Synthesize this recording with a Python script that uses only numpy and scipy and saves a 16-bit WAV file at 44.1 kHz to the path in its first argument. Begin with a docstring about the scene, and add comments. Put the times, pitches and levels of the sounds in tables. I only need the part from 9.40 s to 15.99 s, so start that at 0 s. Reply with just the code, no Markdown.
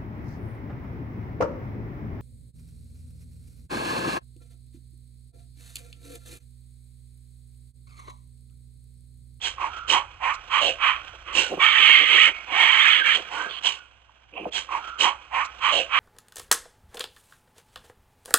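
"""Gorillas quarrelling on open grass

Before a wall of bushes, coughing barks and hoarse hoots build into two long screams.
Each call is turbulent air, shaken by chaotic folds, ringing in a moving throat; the bushes return a faint echo.
The opening volley of barks comes round again at the end. A low hum and rumble lie underneath.
Everything skims the ground to two microphone ports, except the air bed and the scatter of nearby tufts."""
import sys
import numpy as np
from scipy import signal
from scipy.fft import rfft, irfft, next_fast_len
from scipy.io import wavfile
from scipy.ndimage import uniform_filter1d, minimum_filter1d

SR = 44100
rng = np.random.default_rng(int(sys.argv[2]) if len(sys.argv) > 2 else 0)


def persist_wave(psi):
    """Save psi, clipped to +-1, as 16-bit WAV."""
    counts = np.round(np.clip(psi, -1, 1) * 32767).astype(np.int16)
    wavfile.write(sys.argv[1], SR, np.atleast_2d(counts).T)


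N = 290619
TIME = np.arange(N) / SR


def amp(db):
    """Decibels to gain."""
    return 10 ** (np.asarray(db) / 20)


def evened(x):
    """Scales to unit rms."""
    return x / np.sqrt(np.mean(x ** 2) + 1e-20)


def steadied(x, size=1100):
    """Unit rms from moment to moment, leaving the fast grain."""
    power = uniform_filter1d(uniform_filter1d(x ** 2, size), size // 2)
    return x / np.sqrt(power + 1e-12)


def read(points, hz):
    """Reads a spectrum table on a log-frequency axis."""
    f, value = np.transpose(points)
    return np.interp(np.log(hz + 1), np.log(f + 1), value)


def follow(rows):
    """Start time and the columns of a curve table, sample by sample."""
    s, *columns = np.transpose(rows)
    t = np.arange(s[0], s[-1], 1 / SR)
    return s[0], [np.interp(t, s, c) for c in columns]


def add(mix, s, sound):
    """Mixes a sound in at time s."""
    part = mix[max(round(s * SR), 0):][:len(sound)]
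    part += sound[:len(part)]


def coloured(x, points):
    """Filters by a spectrum table."""
    size = next_fast_len(len(x) + 2048)
    gain = amp(read(points, np.fft.rfftfreq(size, 1 / SR)))
    return irfft(rfft(x, size) * gain, size)[:len(x)]


def faded(x, size=130):
    """Softens both ends of a sound over the given number of samples."""
    return x * signal.windows.tukey(len(x), min(1, 2 * size / len(x)))


def wander(n, rate_hz):
    """Smooth chance of about unit rms, up to about the given rate."""
    size = 2 ** int(np.ceil(np.log2(max(n, SR))))
    fall = np.exp(-(np.fft.rfftfreq(size, 1 / SR) / rate_hz) ** 2)
    return evened(irfft(rfft(rng.standard_normal(size)) * fall))[:n]


def turning(hz):
    """Phase in radians of a moving pitch."""
    return 2 * np.pi * np.cumsum(hz) / SR


def resonate(x, hz, width, order=2):
    """A moving resonance at steady level: shift hz down to zero, smooth, shift back."""
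    turn = np.exp(1j * turning(hz * np.ones(len(x))))
    r = np.exp(-np.pi * width / SR)
    z = x / turn
    for _ in range(order):
        z = signal.lfilter([1 - r], [1, -r], z)
    return steadied((turn * z).real)


def rough_air(n, flutter_hz, flutter_db, pitch_hz=400, voiced=0., jitter=.075, drift_hz=27, tremor=0.0157):
    """Turbulence chopped into uneven puffs, mixed with the pulses of chaotic folds."""
    phase = turning(pitch_hz * (1 + jitter * wander(n, drift_hz) + tremor * wander(n, 248.7)))
    # the throat smears each pulse
    folds = evened(sum(np.cos(k * phase + k * k) for k in range(1, 14)))
    air = np.sqrt(1 - voiced) * rng.standard_normal(n) + 0.5345 * np.sqrt(voiced) * folds
    return air * amp(flutter_db * np.clip(wander(n, flutter_hz), -2, 2))


def husky(hz, level, width):
    """Rough air held in one narrow resonance."""
    air = rough_air(len(hz), flutter_hz=90, flutter_db=3)
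    return faded(amp(level) * resonate(air, hz, width, order=3))


def swell(rise, hold, fall, edge_db=-30):
    """Level in dB of a short call, from edge_db under its peak: a rounded rise, a hold and an even fall."""
    t = np.arange(0, rise + hold + fall, 1 / SR)
    rising = np.maximum(1 - t / rise, 0) ** 1.76
    return edge_db * (rising + np.maximum(t - rise - hold, 0) / fall)


def arch(length, db, ends_db=-13):
    """Level in dB of a soft sound that is fullest in its middle."""
    return db + ends_db * np.linspace(-1, 1, int(length * SR)) ** 2


# Breath hissing at the teeth: freq_hz, level_db
HISS_SPECTRUM = [(3000, -34), (3700, 6.5), (4300, -0.5), (4900, -6.5), (5600, 2.5), (6300, -3.5),
                 (7000, -0.5), (7700, -8.5), (8500, -7), (9000, -20), (10300, -30.5), (12000, -40),
                 (15500, -45.5)]
# The chest heard through the body: freq_hz, level_db
CHEST_SPECTRUM = [(60, -42.5), (140, -20.5), (230, -3.5), (330, 1.5), (520, 3.5), (750, -6.5),
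                  (1100, -11.5), (2000, -47.5)]


def call(controls, mouth_width, middle_hz, middle_width, upper_width, flutter_hz, flutter_db, pitch_hz,
         voiced, quiver, strain, mouth_db, middle_db, upper_db, edge_db, chest_db, hiss_db):
    """Rough air rings four throat resonances and the chest, and hisses past the teeth."""
    level, mouth_hz, upper_hz, mouth, upper, chest, hiss = controls
    n = len(level)
    air = rough_air(n, flutter_hz, flutter_db, pitch_hz, voiced)
    shake = 1 + quiver * wander(n, 58)  # the strained throat trembles
    throat = amp(mouth + mouth_db) * resonate(air, mouth_hz * shake, mouth_width, order=3)
    throat += amp(middle_db) * resonate(air[::-1], middle_hz * shake, middle_width, order=4)
    throat += amp(upper + upper_db) * resonate(air, upper_hz * shake, upper_width, order=3)
    # the fourth gives the bite
    throat += amp(upper + edge_db) * resonate(air[::-1], 1.2824 * upper_hz * shake, 910, order=3)
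    # folds driven to their limit flatten the strongest surges
    surge = uniform_filter1d(steadied(throat) ** 2, size=60) + 0.28
    throat *= surge ** (-strain / 2)
    for spectrum, db in [(CHEST_SPECTRUM, chest + chest_db), (HISS_SPECTRUM, hiss + hiss_db)]:
        throat += amp(db) * steadied(coloured(rough_air(n, flutter_hz, flutter_db), spectrum))
    return faded(amp(level) * throat, size=220)


# As effort drops, mouth resonance, chest and hiss fade more slowly: dB kept per dB lost
MOUTH_KEEPS, CHEST_KEEPS, HISS_KEEPS = 0.153, 0.09, 0.033
FULL_EFFORT_DB = -21.5


def short_controls(rise, hold, fall, db, first_hz, last_hz, mouth, upper, chest, hiss,
                   first_upper_hz, last_upper_hz):
    """One push of air: the resonances glide, and the sound is duller at its soft ends."""
    effort = swell(rise, hold, fall)
    n = len(effort)
    mouth_hz = np.linspace(first_hz, last_hz, n)
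    upper_hz = np.linspace(first_upper_hz, last_upper_hz, n)
    return (db + effort, mouth_hz, upper_hz, mouth - MOUTH_KEEPS * effort, upper,
            chest - CHEST_KEEPS * effort, hiss - HISS_KEEPS * effort)


# Open air around the microphone, shape only: freq_hz, level_db
AIR_SPECTRUM = [(59, -30.5), (100, 9), (127, 6.5), (158, -14), (212, -5), (417, -16.5), (647, -2),
                (913, -1), (1440, -9), (1880, -17), (2230, -11.5), (3150, -8), (4250, -33.5), (5520, -55),
                (9350, -120)]
# Low rumble, shape only: freq_hz, level_db
RUMBLE_SPECTRUM = [(10, -34), (25, -10.5), (37, -1), (50, -9), (90, -7.5), (150, -22.5), (400, -50),
                   (1000, -76.5)]
# Strength of the bed before trims: time_s, rumble_level_db, hum_level_db
BED_LEVELS = [(0.0, -53, -54), (1, -54.5, -59.5), (1.9, -57, -57), (2.7, -65, -61.5), (4.85, -76.5, -65),
              (5.1, -64.5, -58), (6.59, -61, -61.5)]


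def background(air_db=-65, hum_hz=60.1, hum_trim_db=0.0, rumble_trim_db=-1):
    """Faint outdoor air, a low rumble and a wavering hum."""
    s, rumble_level, hum_level = np.transpose(BED_LEVELS)
    air = np.array([evened(coloured(rng.standard_normal(N), AIR_SPECTRUM)) for _ in range(2)])
    air *= amp(air_db) * amp([[-4], [3]])  # left, right
    shared, apart = (evened(coloured(rng.standard_normal(N), RUMBLE_SPECTRUM)) for _ in range(2))
    rumble = shared + .25 * np.array([apart, -apart])
    rumble *= amp(np.interp(TIME, s, rumble_level) + rumble_trim_db)
    hum = evened(np.sin(turning(hum_hz + 1.0 * wander(N, 5.3))) * amp(2 * wander(N, 7.6)))
    return air + rumble + amp(np.interp(TIME, s, hum_level) + hum_trim_db) * hum


# Grass and leaves, shape only: freq_hz, level_db
STIR_SPECTRUM = [(80, -10.5), (250, -3.5), (450, 0), (700, 2), (1400, 2.5), (1850, 0), (2400, 3),
                 (3200, 2.5), (3800, -5), (4700, -16), (5700, -9), (8400, -26), (9200, -34.5),
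                 (15000, -37.5)]
# Stir of grass and leaves while the troop moves: time_s, level_db
STIR_LEVELS = [(0, -56.5), (0.36, -45.5), (0.55, -54.5), (0.78, -56.5), (1, -49), (1.68, -47.5),
               (1.82, -53.5), (1.95, -48.5), (3.85, -45), (4.37, -53), (4.48, -64), (4.9, -64.5),
               (5.1, -53.5)]


def stir():
    """A faint, uneven rustle of puffed noise in the colour of grass."""
    start, (level,) = follow(STIR_LEVELS)
    rustle = coloured(rough_air(len(level), flutter_hz=70, flutter_db=2.5), STIR_SPECTRUM)
    return start, faded(amp(level) * evened(rustle))


def slaps(n, rate_hz, depth_db, uneven=.35):
    """Level in dB of folds that slap shut at an uneven pace: each slap starts at once and dies away."""
    turns = np.cumsum(rate_hz * np.exp(uneven * wander(n, 60))) / SR
    return depth_db * uniform_filter1d(.45 - turns % 1, size=30)


# Sharp coughs led by the upper resonance; the four strengths are relative, before the call's offsets:
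# start_s, rise_s, hold_s, fall_s, level_db, first_mouth_hz, last_mouth_hz,
# mouth_db, upper_db, chest_db, hiss_db, first_upper_hz, last_upper_hz
COUGH_CALLS = [ (0.005, 0.0433, .025, .095, -36, 707, 1200, -6.5, 5.64, -14.5, -0.5, 3194, 3060),
               (0.472, 0.0345, 0.031, 0.0663, -31.5, 1129, 1000, -3, 7.92, -6.5, 1, 2960, 3035),
               (1.192, 0.0335, .07, 0.083, -36.5, 653, 550.5, 9, 12.89, -22, -3, 3123, 2709),
               (1.922, .055, .03, 0.1573, -30.5, 977, 792, -5, 6.7, -5, -0.5, 2906, 2945),
               (3.73, .02, 0.0074, .1, -33, 1102, 903, -8.5, 7, -16, -7.5, 3120, 3170),
               (4.075, 0.029, 0.089, .02, -48, 1150, 1050, -3, 10.15, -17.5, -13, 3238, 3072),
               (4.22, 0.042, 0.014, 0.1234, -32.5, 890, 1103, -3, 9.65, -14.5, -1.5, 3177, 2877), ]


def cough(start, *shape):
    """A sharp, stuttering cough through bared teeth."""
    level, *throat = short_controls(*shape)
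    level = level + slaps(len(level), rate_hz=75, depth_db=6)
    return start, call(
        (level, *throat), mouth_width=372, middle_hz=2295, middle_width=1790, upper_width=730,
        flutter_hz=130, flutter_db=1.2, pitch_hz=268.98, voiced=0.28, quiver=0.027, strain=0.15,
        mouth_db=-1.0, middle_db=1.5, upper_db=-2.5, edge_db=-13, chest_db=2, hiss_db=0.0)


# Brief ringing cracks of the voice: start_s, peak_db, pitch_hz, length_s
VOICE_CRACKS = [(0.015, -26, 3390, 0.00447), (0.043, -25, 3324, 0.0063), (0.06, -22, 3050, 0.0067),
                (0.182, -24, 1080, 0.0036), (0.215, -14, 1067, 0.00317), (0.2396, -20, 981, 0.0101),
                (0.479, -28, 3148, 0.0046), (0.4986, -15.5, 3110, 0.00834), (0.533, -23, 3046, 0.0099),
                (1.9498, -19, 2848, .005), (1.98, -14, 2787, 0.0148), (1.9927, -11.5, 2798, 0.0037),
                (3.749, -16.5, 3157, 0.0132), (4.2685, -12.5, 3177, 0.0054)]


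def crack(s, db, hz, length, jitter=0.023, ring_share=0.3):
    """A few milliseconds of whistle: an abrupt start, a short hold and a quick ring-out."""
    t = np.arange(0, 3 * length, 1 / SR)
    ring_out = np.exp(-np.maximum(t / length - .6, 0) / ring_share)
    envelope = (1 - np.exp(-(t / 0.0022) ** 2)) * ring_out
    return s, amp(db) * envelope * np.sin(turning(hz * (1 + jitter * wander(len(t), 300))))


# Hoarse, rounded barks; the four strengths are relative, before the call's offsets:
# start_s, rise_s, hold_s, fall_s, level_db, first_mouth_hz, last_mouth_hz,
# mouth_db, upper_db, chest_db, hiss_db
BARK_CALLS = [ (0.168, 0.0562, 0.0385, 0.0757, -38, 1081, 971, 8, -9, -14, -16),
              (0.51, 0.0329, 0.0329, 0.0826, -29, 993, 994.4, 7, 1, -19.5, -15),
              (0.797, 0.0566, 0.0556, .09, -29.5, 920, 1250, 3.5, -9.5, -36, -21.5),
              (1.09, 0.0586, .04, 0.0966, -26, 1103, 1136, 1.5, 0, -31.5, -19.5),
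              (1.382, .066, .05, .125, -23.5, 1139, 1180, -1.5, -3, -43.5, -26),
              (1.842, 0.0462, 0.0455, .07, -42, 1210, 1102, 1, -3, -11.5, -24.5),
              (3.89, 0.042, .09, 0.158, -39.5, 829, 1470, 4.5, 0, -12, -11), ]
BARK_UPPER_HZ = 3071
RATTLE_DB_PER_DB = 0.0614  # barks weaker than full effort flutter more


def bark(start, rise, hold, fall, db, *colour):
    """A hoarse bark through a half-open mouth; weak ones rattle."""
    controls = short_controls(rise, hold, fall, db, *colour, BARK_UPPER_HZ, BARK_UPPER_HZ)
    rattle = 0.79 + RATTLE_DB_PER_DB * (FULL_EFFORT_DB - db)
    return start, call(
        controls, mouth_width=460, middle_hz=2235, middle_width=1454, upper_width=560,
        flutter_hz=130, flutter_db=rattle, pitch_hz=268.6, voiced=0.28, quiver=0.026, strain=0.17,
        mouth_db=-0.5, middle_db=0.5, upper_db=-3.5, edge_db=-16.5, chest_db=2.5, hiss_db=1)


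# Thin, husky whines: start_s, length_s, first_pitch_hz, last_pitch_hz, level_db
HUSKY_WHINES = [(0.259, 0.274, 1342, 1320, -40.5), (1.583, .29, 1372, 1360, -58.5),
                (3.919, .18, 1432, 1613, -37)]


def whine(start, length, first_hz, last_hz, db):
    """A thin, husky note: rough air in one gliding resonance."""
    level = arch(length, db)
    return start, husky(np.linspace(first_hz, last_hz, len(level)), level, width=230)


# Single swishes of grass: start_s, length_s, level_db, relative_hiss_db
GRASS_SWISHES = [(0.362, .035, -43, -14.5), (0.93, .035, -48, 2)]


def swish(start, length, db, hiss_db):
    """One brighter sweep through the grass."""
    level = arch(length, db)
    air = rough_air(len(level), flutter_hz=70, flutter_db=2.1)
    grass = evened(coloured(air, STIR_SPECTRUM))
    hiss = evened(coloured(air[::-1], HISS_SPECTRUM))
    return start, faded(amp(level) * (grass + amp(hiss_db) * hiss))


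# Hollow pops that fall in pitch: start_s, peak_db, first_pitch_hz, last_pitch_hz, t60_s
HOLLOW_POPS = [(1.734, -43, 799, 339.6, 0.11), (4.693, -45, 1192, 692, 0.044),
               (5.0545, -22.5, 953, 432.7, 0.11)]


def pop(s, db, first_hz, last_hz, t60, glide_s=.007):
    """A cavity rings and sinks in pitch as it opens."""
    t = np.arange(0, t60, 1 / SR)
    hz = last_hz + (first_hz - last_hz) * np.exp(-t / glide_s)
    envelope = amp(db - 60 * t / t60) * (1 - np.exp(-t / 0.0011))
    return s, envelope * np.sin(turning(hz))


# Clear squeals: start_s, length_s, first_pitch_hz, last_pitch_hz, level_db
CLEAR_SQUEALS = [(2.021, 0.07, 1530, 1403, -41), (2.082, 0.081, 1400, 1386, -53),
                 (2.412, .31, 2256, 2029, -19), (2.91, 0.12, 2282, 2160, -41.5),
                 (3.586, .06, 1740, 1569, -28.5), (3.636, .028, 1606, 1896, -30.5),
                 (4.334, 0.141, 1464, 1441, -56)]


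def squeal(start, length, first_hz, last_hz, db, jitter=0.025, flutter_db=4.0, octave_db=-27.5):
    """The folds lock briefly on one wavering pitch, with a weak octave."""
    level = arch(length, db)
    n = len(level)
    phase = turning(np.linspace(first_hz, last_hz, n) * (1 + jitter * wander(n, 240)))
    tone = np.sin(phase) + amp(octave_db) * np.sin(2 * phase)
    tone *= amp(flutter_db * wander(n, 110))
    return start, faded(amp(level) * evened(tone))


# Low grunts, before the grunt's own trims:
# start_s, rise_s, hold_s, fall_s, level_db, first_resonance_hz, last_resonance_hz, relative_rasp_db
LOW_GRUNTS = [ (2.085, .045, .012, 0.032, -25.5, 544, 429.8, -30),
              (2.16, .018, .005, .03, -30.5, 429.5, 393.5, -21),
              (3.745, .025, .005, .06, -37.5, 680, 464, -2), (4.918, .02, 0.022, .03, -45.5, 392, 400.3, 2),
              (4.95, .025, 0.011, 0.044, -35.5, 898, 710.3, 3),
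              (4.975, .025, .045, .03, -37, 390.5, 435.3, -3.5),
              (5.056, .01, .005, .045, -31.5, 413, 357.4, -20), ]


def grunt(start, rise, hold, fall, db, first_hz, last_hz, rasp,
          width=480, chest_db=-3, rasp_db=-5, level_db=-1):
    """Uneven puffs through a nearly closed mouth, with chest below and rasp above."""
    level = db + swell(rise, hold, fall)
    hz = np.linspace(first_hz, last_hz, len(level))
    air = rough_air(len(hz), flutter_hz=140, flutter_db=3.5)
    voice = coloured(resonate(air, hz, width, order=3), [(50, -29), (190, -1.0)])
    voice += amp(chest_db) * steadied(coloured(air[::-1], CHEST_SPECTRUM))
    voice = steadied(voice) + amp(rasp + rasp_db) * resonate(air, 2627, 1000, order=4)
    return start, faded(amp(level + level_db) * voice)


# Whistling bands that tear in and out of a scream: centre_hz, level_relative_to_effort_db
TEAR_BANDS = [(1750, -14), (2250, -8), (3200, -11.5)]


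def tears(effort, drift=.06, drift_hz=13, patchy_db=5, width=120):
    """Narrow bands that wander in pitch and come and go."""
    n = len(effort)
    bands = np.zeros(n)
    for hz, db in TEAR_BANDS:
        pitch_hz = hz * (1 + drift * wander(n, drift_hz))
        bands += husky(pitch_hz, effort + db + patchy_db * np.clip(wander(n, 21), -3, 1), width)
    return bands


# The two screams, one curve each; upper_db is relative, before the call's offset:
# time_s, effort_db, nasal_pitch_hz, middle_resonance_hz, upper_db
SCREAM_CURVES = [
    [(2.185, -43, 1077, 2290, -2), (2.207, -25.5, 1138, 2274, -3.5), (2.238, -17.5, 1227, 2259, -3),
     (2.315, -24, 1231, 2142, 1), (2.48, -17, 1231, 2294, 1), (2.59, -21, 1205, 2290, 3),
     (2.66, -26, 1223, 2193, 0.5), (2.73, -19, 1253, 2227, 1), (2.835, -16, 1267, 2309, -4),
     (2.885, -20.5, 1263, 2128, -4), (2.935, -46.5, 1262, 2182, -5)],
    [(3.07, -49, 788.4, 2258, -2.5), (3.145, -26, 774, 2170, -3), (3.215, -18, 795.7, 2185, -3.5),
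     (3.33, -21.5, 1066, 2175, -1), (3.485, -17, 1252, 2132, -5.5), (3.535, -22.5, 1290, 2089, 4),
     (3.6, -24.5, 1238, 2163, -0.5), (3.627, -41.5, 1240, 2154, 6), (3.665, -20, 1224, 2100, -4.5),
     (3.75, -24, 1259, 2156, 1), (3.785, -44, 1204, 2150, 3.5)],
]
OPEN_HZ, SCREAM_UPPER_HZ = 1237, 3025
JAW_SHARE = .5  # how far the mouth resonance follows the nasal ring
# The mouth resonance starts this much stronger and fades as the jaw opens
JAW_OPENS_S, HALF_SHUT_DB = 0.189, 13
NASAL_DB = -20.5  # nasal ring, relative to effort plus mouth strength


def scream(*points):
    """A long scream: effort and the opening jaw shape the throat, and a narrow nasal ring moves through it."""
    start, (effort, ring_hz, middle_hz, upper) = follow(points)
    slack = FULL_EFFORT_DB - effort  # a slack voice keeps more of its mouth resonance, chest and hiss
    mouth = HALF_SHUT_DB * np.exp(-TIME[:len(effort)] / JAW_OPENS_S) + .2 * slack
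    mouth_hz = OPEN_HZ + JAW_SHARE * (ring_hz - OPEN_HZ)
    controls = effort, mouth_hz, SCREAM_UPPER_HZ, mouth, upper, .6 * slack, 0.083 * slack
    voice = call(
        controls, mouth_width=606, middle_hz=middle_hz, middle_width=1005, upper_width=1015,
        flutter_hz=160, flutter_db=2.0, pitch_hz=429.46, voiced=0.586, quiver=0.0242, strain=0.26,
        mouth_db=-15.5, middle_db=-1.02, upper_db=-2.5, edge_db=-19, chest_db=-30, hiss_db=-22.5)
    nasal = husky(ring_hz, effort + mouth + NASAL_DB, width=170)
    return start, faded(voice + tears(effort) + nasal, size=500)


# Throbs of a low growl under the screams: start_s, length_s, level_db
GROWL_THROBS = [(2.373, 0.068, -40.5), (2.456, 0.058, -40), (2.565, .09, -37), (2.686, .11, -35.5),
                (2.8, .13, -42), (3.08, 0.19, -45.5), (3.46, .25, -49.5), (3.746, .07, -40),
                (3.909, .21, -44)]


def growl(start, length, db, flutter_hz=45, flutter_db=4.0):
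    """Slow, lumpy puffs that ring in the chest."""
    level = arch(length, db, ends_db=-6)
    chest = coloured(rough_air(len(level), flutter_hz, flutter_db), CHEST_SPECTRUM)
    return start, faded(amp(level) * evened(chest), size=300)


def quarrel():
    """A volley of barks and coughs, two screams over a growl, then a last cough and grunts."""
    out = np.zeros(N)
    for source, table in [(cough, COUGH_CALLS), (crack, VOICE_CRACKS), (bark, BARK_CALLS),
                          (whine, HUSKY_WHINES), (swish, GRASS_SWISHES), (pop, HOLLOW_POPS),
                          (squeal, CLEAR_SQUEALS), (grunt, LOW_GRUNTS), (scream, SCREAM_CURVES),
                          (growl, GROWL_THROBS)]:
        for row in table:
            add(out, *source(*row))
    add(out, *stir())
    return out


def bushes(x, t60=0.987, build_s=0.046, level_db=-23):
    """Leaves and trunks scatter back a late, dull echo: sparse random taps that build up and die away."""
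    t = TIME[:SR]
    taps = rng.standard_normal(SR) * (rng.random(SR) < 2500 / SR)
    taps *= amp(-60 * t / t60) * (1 - np.exp(-(t / build_s) ** 2))
    tail = coloured(taps / np.linalg.norm(taps), [
        (200, -1.0), (700, 2.5), (1000, -5.5), (1400, 8.0), (1900, -6.5), (2500, 2.5),
        (3300, -12.5), (4500, -9), (9000, -5)])  # Hz, dB
    return amp(level_db) * signal.fftconvolve(x, tail)[:N]


# Colour of the path over the ground: freq_hz, level_db
GROUND_COLOUR = [(100, -2), (400, -3), (720, 1), (1000, 3), (1270, 3), (1450, 4.5), (1600, 8.5),
                 (1800, 2.5), (2050, -1), (2300, 2), (2650, 4.5), (3250, 5.5), (3700, -0.5), (4200, 2.5),
                 (8000, 1.5)]
# Level between the two microphone ports: freq_hz, left_minus_right_db
LEFT_LEVEL = [(100, 3.5), (400, -3), (650, -0.5), (950, -8.5), (1750, -11), (2550, -9), (2850, -16.5),
              (3500, -10), (4300, -15.5), (4900, -8.5), (6400, -1.5), (7000, -9.5), (8100, 5.5), (8600, -1)]
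# Phase between the two microphone ports: freq_hz, left_lead_radians
LEFT_LEAD = [(60, 0), (550, 0.41), (800, -1.77), (1050, -0.39), (1550, -0.9661), (1800, -5), (2050, -5.5),
             (2700, -5.5), (3200, -4.5), (4100, -4.5), (4900, -9), (6300, -8.5), (6900, -14.5), (8800, -11)]


def ports(x):
    """Sound skims the ground and reaches the two microphone ports with different level and phase."""
    size = next_fast_len(N + 4096)
    hz = np.fft.rfftfreq(size, 1 / SR)
    left = amp(read(LEFT_LEVEL, hz)) * np.exp(1j * read(LEFT_LEAD, hz))
    # the mean power of the two ports follows the ground colour alone
    right = rfft(x, size) * amp(read(GROUND_COLOUR, hz)) / np.sqrt((1 + abs(left) ** 2) / 2)
    return irfft(np.array([right * left, right]), size)[:, :N]


VOLLEY_AGAIN_S = 5.1082


def scene():
    """The calls, their echo and the open air."""
    calls = quarrel()
    troop = calls.copy()
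    add(troop, VOLLEY_AGAIN_S, calls)  # only the opening volley fits before the end
    # nearby tufts scatter each call differently into each port
    scattered = np.array([bushes(troop, t60=0.091, build_s=0.0029, level_db=-11.5) for _ in range(2)])
    return ports(troop + bushes(troop)) + scattered + background()


EDGE_HZ = 15700  # top of the recorded band


def record(dry, ceiling_db=0.0):
    """A limiter eases the loudest peaks down; then a low-pass sets the band limit."""
    excess = np.minimum(1, min(amp(ceiling_db), 1) / (abs(dry).max(0) + 1e-9))
    gain = uniform_filter1d(minimum_filter1d(excess, size=200), size=200)
    lowpass = signal.firwin(511, EDGE_HZ, window=("kaiser", 9), fs=SR)
    return signal.oaconvolve(dry * gain, lowpass[None], "same")


dry = scene()
out = record(dry)
persist_wave(out)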